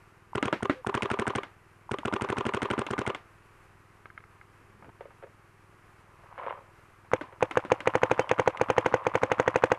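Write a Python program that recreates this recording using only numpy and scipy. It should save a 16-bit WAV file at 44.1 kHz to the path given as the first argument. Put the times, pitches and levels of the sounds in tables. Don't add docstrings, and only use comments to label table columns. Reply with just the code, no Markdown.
import sys
import numpy as np
from scipy import signal
from scipy.fft import rfft, irfft
from scipy.io import wavfile

SR = 44100
rng = np.random.default_rng(int(sys.argv[2]) if len(sys.argv) > 2 else 0)


def int16_out(signal):
    q = np.round(np.clip(np.atleast_2d(signal).T, -1, 1) * 32767)
    wavfile.write(sys.argv[1], SR, q.astype(np.int16))


def magnitude_from_level(level_db):
    exponent = np.asarray(level_db, float) / 20
    return 10 ** exponent


N = 431298

# t/s of the bolt at the breech, flight of the ball/ms, target thud level/dB, slap level/dB
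FIRST_VOLLEY = [(0.3506, 75.4, -18.5, -17), (0.4514, 75, -14, -15), (0.625, 71, -13.5, -15.5),
                (0.865, 76, -31, -18), (0.946, 75.4, -30, -22.5), (1.0266, 74, -34, -21.5),
                (1.1102, 78, -22.5, -25), (1.1918, 75, -26, -21.5), (1.2741, 77, -27, -22.5),
                (1.3542, 78, -36, -28), (1.9112, 74, -31, -29), (2.0511, 74, -22, -25),
                (2.1337, 76, -33, -25), (2.2155, 72, -33, -26.5), (2.2965, 71, -32, -24),
                (2.3786, 74, -24, -25.5), (2.4616, 74.7, -28, -21.5), (2.5419, 76, -32, -22),
                (2.6252, 76, -25.5, -25), (2.706, 72, -25.5, -24), (2.7872, 78, -32, -26.5),
                (2.905, 74, -27, -22), (2.9857, 78, -33, -25), (3.0713, 75.5, -33, -25.5)]
# t/s of the ball at the muzzle, shot level/dB, flight of the ball/ms, target slap level/dB
SECOND_VOLLEY = [(7.1348, -3, 75.6, -26.5), (7.4261, -2.5, 84, -25.5), (7.572, -2.6, 77, -30),
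                 (7.7187, -1, 85, -28.5), (7.8735, -1.8, 73, -31), (7.9534, -2.5, 81, -36),
                 (8.0331, -1.5, 76, -24.5), (8.1142, -2.5, 91, -41), (8.194, -2.5, 98, -35),
                 (8.3134, -2, 73, -26.5), (8.3963, -2.8, 77, -38), (8.4761, -1.5, 96, -40),
                 (8.6133, -2, 73, -35), (8.7013, -2.5, 72, -37), (8.7812, -1.5, 77, -22.5),
                 (8.8616, -4, 59, -43), (8.941, -2, 99.7, -56), (9.0673, -4, 76.6, -29),
                 (9.1538, -3, 73, -27.5), (9.2336, -3, 87, -28.5), (9.3168, -4, 74, -28),
                 (9.3983, -2, 100, -53), (9.478, -2, 95, -42), (9.5585, -2, 98, -46),
                 (9.638, -1.7, 77, -40), (9.718, -1.5, 130, -60)]


def rms_one(x):
    return x / np.sqrt(np.mean(x ** 2) + 1e-20)


def band(x, low_hz, high_hz):
    return signal.sosfilt(signal.butter(2, [low_hz, high_hz], "band", fs=SR, output="sos"), x)


def drift(rate_hz):
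    knots = rng.standard_normal(int(N / SR * 40) + 2)
    return np.interp(np.arange(N) / SR * rate_hz, np.arange(len(knots)), knots)


def clicks(seconds, gains):
    train = np.full(N, 1e-18)
    places = np.clip(np.round(seconds * SR).astype(int), 0, N - 1)
    np.add.at(train, places, gains)
    return train


def fade(train, t60):
    return signal.lfilter([1], [1, -magnitude_from_level(-60 / (t60 * SR))], train)


def ring(train, hz, t60):
    r = magnitude_from_level(-60 / (t60 * SR))
    w = 2 * np.pi * hz / SR
    return signal.lfilter([0, np.sin(w)], [1, -2 * r * np.cos(w), r * r], train)


def splash(train, white, low_hz, high_hz, t60):
    to_rms_one = np.sqrt(SR / 2 / (high_hz - low_hz))
    return band(white * fade(train, t60), low_hz, high_hz) * to_rms_one


def level(rows):
    s, db = np.transpose(rows)
    return magnitude_from_level(np.interp(np.arange(N) / SR, s, db, left=-120, right=-120))


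def engine():
    # multiple of the firing rate, level/dB
    harmonics = [(2, -7), (3, -14), (4, -5.5), (5, 3), (6, -6), (7, -4.5), (8, -9), (9, -11), (10, -8),
                 (13, -37), (14, -18), (16, -18.5), (17, -6.5), (19, -9), (20, -10.5), (21, -17.5)]
    firing_s, first_firing_s = .049737, .0255
    turn = 2 * np.pi * (np.arange(N) / SR - first_firing_s) / firing_s
    thump = sum(-magnitude_from_level(db) * np.cos(k * turn) for k, db in harmonics)
    flicker_db = .8 * drift(10.0)
    return magnitude_from_level(-61.5 + flicker_db) * rms_one(thump)


def air():
    # f/Hz, level/dB per Hz
    spectrum = [(30, -10), (60, -9), (200, -18), (400, -14), (620, -19), (1150, -11.5), (1600, -15.5),
                (2600, -22), (3500, -33.5), (6000, -36), (12600, -38.5), (13300, -62)]
    hz, db = np.transpose(spectrum)
    bin_hz = np.arange(N // 2 + 1) * SR / N
    colour = magnitude_from_level(np.interp(np.log(bin_hz + 1), np.log(hz), db))
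    wash = rms_one(irfft(rfft(rng.standard_normal(N)) * colour, N))
    whine = np.sin(2 * np.pi * 9625 * np.arange(N) / SR)
    swell_db = .6 * drift(2.9) + .8 * drift(22)
    return magnitude_from_level(-60 + swell_db) * wash + magnitude_from_level(-86.5) * whine


def marker(at, level_db, cycle, rings, puffs, spread_db, stick_ms):
    shots = len(at)
    when = {}
    for moment, (after_ms, spread_ms) in cycle.items():
        when[moment] = at + (after_ms + spread_ms * rng.standard_normal(shots)) / 1000
    when["solenoid"] = when["solenoid"] - stick_ms * .6 ** np.arange(shots) / 1000
    out, white = np.zeros(N), rng.standard_normal(N)
    for hz, db, t60_ms, rise_ms, moment in rings:
        vary_db = spread_db * rng.standard_normal(shots)
        train = clicks(when[moment], magnitude_from_level(level_db + db + vary_db))
        t60, rise = t60_ms / 1000, rise_ms / 1000
        fast = 1 / (1 / t60 + 1 / (rise * np.log(1000)))
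        out += ring(train, hz, t60) - ring(train, hz, fast)
    for low_hz, high_hz, db, t60_ms, moment in puffs:
        vary_db = 1.11 * spread_db * rng.standard_normal(shots)
        train = clicks(when[moment], magnitude_from_level(level_db + db + vary_db))
        out += splash(train, white, low_hz, high_hz, t60_ms / 1000)
    return out


def first_marker():
    # t/ms after the shot, timing spread/ms
    first_cycle = dict(solenoid=(-18.7, .3), bolt=(-.2, .15), pop=(4.7, .2), slide=(23.4, .05),
                   back=(29.3, .05), rebound=(32.0, .05))
    # f/Hz, level/dB, t60/ms, rise/ms, moment
    first_rings = [(958, -11, 9.2, 4.3, "solenoid"), (1414, -21, 19.6, 1.1, "bolt"),
                   (268, -28, 22, 0.36, "bolt"), (647, -19.5, 6.7, 0.59, "pop"),
                   (374, -15.5, 13.6, 0.45, "pop"), (239, -24.5, 39, 1.3, "pop"),
                   (126, -20.5, 37.7, 2.6, "pop"), (8600, -7.5, 7.7, 0.59, "pop"),
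                   (395.4, -21.5, 51, 4.2, "slide"), (1130, -16.5, 9.8, 0.59, "back"),
                   (496, -20, 13.4, 0.58, "rebound"), (1004, -16.5, 8.9, 0.63, "rebound"),
                   (1197, -41, 210, 1.7, "rebound"), (3510, -49.5, 9.8, 0.37, "pop")]
    # low f/Hz, high f/Hz, level/dB, t60/ms, moment
    first_puffs = [(700, 1500, -35, 40, "bolt"), (4400, 7700, -35, 72, "bolt"),
                   (1150, 3800, -23.5, 13, "pop"), (4600, 9900, -20.5, 12.4, "pop"),
                   (870, 3600, -36, 45, "slide"), (4400, 15000, -34.5, 42, "slide"),
                   (1540, 4100, -31, 23, "back"), (294, 1130, -37, 32, "back"),
                   (2400, 4330, -41.5, 33, "pop"), (4800, 7200, -31, 18, "back"),
                   (245, 1510, -43, 360, "pop")]
    at = np.transpose(FIRST_VOLLEY)[0]
    return marker(at, 0.79, first_cycle, first_rings, first_puffs, spread_db=1.2, stick_ms=0)


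def blows(at, thud_db, slap_db, crack_db, modes, noise_db, noise_t60, fizz_db, deep_db, deep_hz):
    out, white = np.zeros(N), rng.standard_normal(N)
    at = at + .0007
    for hz, db, t60 in modes:
        strength_db = thud_db if hz < 620 else slap_db if hz < 1800 else crack_db
        vary = rng.standard_normal(len(at))
        gains = magnitude_from_level(strength_db + db + 2.0 * vary) * np.sign(vary)
        out += ring(clicks(at, gains), hz, t60)
    ranges = [(deep_hz, 620, thud_db + deep_db), (600, 1800, slap_db),
              (1800, 4000, crack_db), (4000, 11000, crack_db + fizz_db)]
    for low_hz, high_hz, db in ranges:
        shorter = (1000 / high_hz) ** .6
        out += splash(clicks(at, magnitude_from_level(db + noise_db)), white, low_hz, high_hz, noise_t60 * shorter)
    return out


def hits():
    shell_crack_db = [-17, -21, -25, -22.5, -17.5, -24, -26, -24.5, -24, -26.5, -25.5, -30, -27, -28, -30,
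                      -28, -21.5, -20.5, -23, -29, -21.5, -27, -20.5, -23]
    at, flight_ms, thud_db, slap_db = np.transpose(FIRST_VOLLEY)
    first = [at + flight_ms / 1000, thud_db, slap_db, shell_crack_db]
    at, shot_db, flight_ms, slap_db = np.transpose(SECOND_VOLLEY[:-1])
    far_ms = flight_ms - 78
    thud_db = slap_db - 2.5 - 0.67 * far_ms
    crack_db = slap_db - 2 + 0.73 * far_ms
    second = [at + flight_ms / 1000, thud_db, slap_db, crack_db]
    return np.hstack([first, second])


def bursts():
    # f/Hz, level/dB, t60/s
    target_modes = [(292.4, -3, 0.048), (357, -17, 0.073), (592, -7.5, 0.045), (970, -16, 0.054),
                    (1320, -10, 0.03), (1499, -11, 0.04), (2120, -4.5, 0.018), (2790, -5, 0.008),
                    (3530, -1.5, 0.0027)]
    return blows(*hits(), target_modes, noise_db=-5.5, noise_t60=0.079, fizz_db=5.5, deep_db=-4, deep_hz=198)


def woods():
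    at, thud_db, slap_db, crack_db = hits()
    echoes = clicks(at + 0.0062, magnitude_from_level(slap_db - 23.5))
    return splash(echoes, rng.standard_normal(N), 900, 2480, 0.23)


def whir():
    # t/s, f/Hz, level/dB
    whistle = [
        (0.734, 474, -54),
        (.765, 520, -48),
        (.8, 515, -47),
        (.815, 486, -54),
    ]
    s, hz, db = np.transpose(whistle)
    pitch_hz = np.interp(np.arange(N) / SR, s, hz)
    return level(np.c_[s, db]) * np.sin(2 * np.pi * np.cumsum(pitch_hz) / SR)


def grip_ticks():
    # t/s, level/dB
    touches = [
        (4.056, -39.5),
        (4.101, -44),
        (4.176, -36.5),
        (4.204, -49),
        (4.238, -47),
        (4.412, -44.5),
    ]
    # f/Hz, level/dB, t60/s
    grip_modes = [(1300, 0.5, 0.022), (1600, 3.5, 0.015), (2130, 1.5, 0.019), (3100, -24, .02)]
    at, db = np.transpose(touches)
    return blows(at, db - 17, db, db - 2.5, grip_modes,
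                 noise_db=-15, noise_t60=0.13, fizz_db=-22, deep_db=1, deep_hz=330)


def scrape():
    # t/s, level/dB
    drag = [
        (4.6, -74),
        (4.81, -67),
        (4.826, -51),
        (4.894, -54),
        (4.92, -71),
    ]
    return level(drag) * magnitude_from_level(4.4 * drift(35)) * rms_one(band(rng.standard_normal(N), 45, 330))


def plank_knocks():
    # t/s, thud level/dB, slap level/dB
    laid = [(4.824, -57, -46.5), (4.844, -67, -46.5), (4.869, -54, -62), (4.89, -63, -45.5),
            (5.007, -33, -37), (5.054, -38, -44), (5.105, -55, -49), (5.224, -43, -42.5),
            (5.235, -35.5, -43), (5.268, -48, -53), (5.725, -60, -60)]
    # t/s, thud level/dB, slap level/dB
    lifted = [(6.235, -53, -51), (6.378, -51, -35), (6.433, -63, -32.5), (6.464, -29, -31.5),
              (6.498, -66, -43), (6.539, -57, -55), (6.565, -61, -56), (6.787, -56, -64), (7.047, -68, -60),
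              (7.324, -43.5, -42), (8.243, -61, -44)]
    # f/Hz, level/dB, t60/s
    plank_modes = [(120, -12, 0.05), (396, -8.5, 0.041), (552, -3, 0.064), (694, -5, 0.054),
                   (920, -8, 0.051), (1260, -8, 0.035), (1600, -6, 0.012), (2240, 8, 0.011),
                   (3150, -5, 0.02)]
    knocks = [(s, thud, slap, slap - 14) for s, thud, slap in laid]
    knocks += [(s, thud, slap, slap - 17) for s, thud, slap in lifted]
    wood = blows(*np.transpose(knocks), plank_modes,
                 noise_db=-8.0, noise_t60=0.12, fizz_db=-17, deep_db=-6.5, deep_hz=400)
    return band(wood, 300, 9000)


def rolling():
    # t/s, level/dB
    loose = [
        (6.386, -36.5),
        (6.79, -56),
        (7.048, -52.5),
    ]
    s, db = np.transpose(loose)
    drops = fade(clicks(s, magnitude_from_level(db)), 0.12)
    tip_s = 6.498
    before_s = tip_s - np.arange(N) / SR
    gather = magnitude_from_level(-74 * np.abs(before_s)) * (before_s > 0)
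    heap = magnitude_from_level(-60 * np.abs(before_s) / 0.051)
    settle = fade(clicks(np.array([tip_s]), 1), 0.43)
    surge = clicks(np.transpose(SECOND_VOLLEY)[0] + 0.004, magnitude_from_level(-43.5))
    feed = fade(surge, 0.78) - fade(surge, 0.023 * np.log(1000))
    return magnitude_from_level(-38) * (gather + settle) + magnitude_from_level(-34) * heap + drops + feed


def hopper(per_s, rush_db):
    # f/Hz, level/dB, t60/s
    hopper_modes = [(550, -1.5, 0.023), (635, 1, 0.0033), (1010, 4.5, 0.011), (1024, -6, 0.03),
                    (1220, -6, 0.019), (1290, -8, 0.0049), (1690, -17.5, 0.009), (2130, -7.5, 0.0056),
                    (2880, -19, 0.0073)]
    born = rng.random(N) < per_s * magnitude_from_level(4.0 * drift(25)) / SR
    sizes = magnitude_from_level(3.0 * np.minimum(rng.exponential(1, N), 4)) * rng.choice([-1, 1], N)
    dealt = rng.integers(0, len(hopper_modes), N)
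    knocks = np.zeros(N)
    for k, (hz, db, t60) in enumerate(hopper_modes):
        knocks += ring(magnitude_from_level(db) * sizes * born * (dealt == k) + 1e-18, hz, t60)
    rush = rms_one(band(rng.standard_normal(N), 390, 2160))
    balls = rms_one(knocks) + magnitude_from_level(rush_db) * rush
    return rolling() * band(band(balls, 440, 4900), 400, 9000)


def second_marker():
    # t/ms after the shot, timing spread/ms
    second_cycle = dict(solenoid=(-15.6, .3), bolt=(-9.5, .5), gas=(-2.1, .02), pop=(.15, .02),
                    echo=(2.15, .03), late=(7.4, .05), back=(20.5, .4), feed=(27.5, .6))
    # f/Hz, level/dB, t60/ms, rise/ms, moment
    second_rings = [(1220, -14.5, 6, 0.22, "solenoid"), (491.5, -6.5, 38, 2.2, "gas"),
                    (110.6, -24, 68, 2.8, "gas"), (836, -6, 26.1, 1.93, "gas"),
                    (1133, 1.5, 1.92, 0.13, "pop"), (2106, -16, 5.7, 0.1, "pop"),
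                    (866, -13, 17.4, 0.18, "echo"), (1470, -17.5, 8.5, 0.065, "echo"),
                    (6430, -3, 5.5, 0.32, "echo"), (323.5, -18, 33.4, 1.87, "late"),
                    (1050, -17.5, 1.2, 0.098, "echo"), (8720, -16, 7.6, .3, "echo"),
                    (239, -25.5, 14, 1.2, "solenoid"), (499.5, -18.5, 51.5, 1.1, "late")]
    # low f/Hz, high f/Hz, level/dB, t60/ms, moment
    second_puffs = [(1500, 4900, -64, 15.0, "solenoid"), (4000, 7900, -40, 29, "solenoid"),
                    (650, 2000, -32.5, 52, "bolt"), (1140, 2530, -19, 18.3, "pop"),
                    (4200, 8000, -18.5, 9, "pop"), (4300, 17800, -18.5, 29.5, "echo"),
                    (600, 1330, -30.5, 25, "back"), (600, 3600, -37, 32, "feed"),
                    (4060, 15000, -30.5, 10, "feed"), (4030, 9600, -39.5, 12.0, "back"),
                    (506, 3800, -33, 88, "echo"), (3580, 7000, -45, 200, "echo")]
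    at, shot_db = np.transpose(SECOND_VOLLEY)[:2]
    return marker(at, shot_db, second_cycle, second_rings, second_puffs, spread_db=1.1, stick_ms=3.5)


def pipe_glance():
    # t/s, thud level/dB, slap level/dB, crack level/dB
    strays = [
        (8.212, -43, -40, -32),
    ]
    # f/Hz, level/dB, t60/s
    pipe_modes = [(2330, -16, .03), (3080, -2, 0.1), (4640, -5, 0.05)]
    at, *ranges_db = np.transpose(strays)
    return magnitude_from_level(-4.0) * blows(at - .001, *ranges_db, pipe_modes,
                             noise_db=-14, noise_t60=0.057, fizz_db=3.0, deep_db=-3, deep_hz=200)


def housing(x):
    dull = signal.sosfilt(signal.butter(4, 3160, fs=SR, output="sos"), x)
    heard = band(dull + magnitude_from_level(-21) * x, 84, 9250)
    return signal.sosfilt(signal.butter(4, 10500, fs=SR, output="sos"), heard)


def scene():
    background = engine() + air() + woods()
    near = first_marker() + bursts() + whir()
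    near += grip_ticks() + scrape() + plank_knocks()
    near += hopper(per_s=1100.0, rush_db=-13)
    near += second_marker() + pipe_glance()
    return (housing(near) + background)[None]


def top_cut(x):
    return signal.sosfilt(signal.butter(12, 14070, fs=SR, output="sos"), x)


def record(dry):
    return top_cut(dry)


dry = scene()
out = record(dry)
int16_out(out)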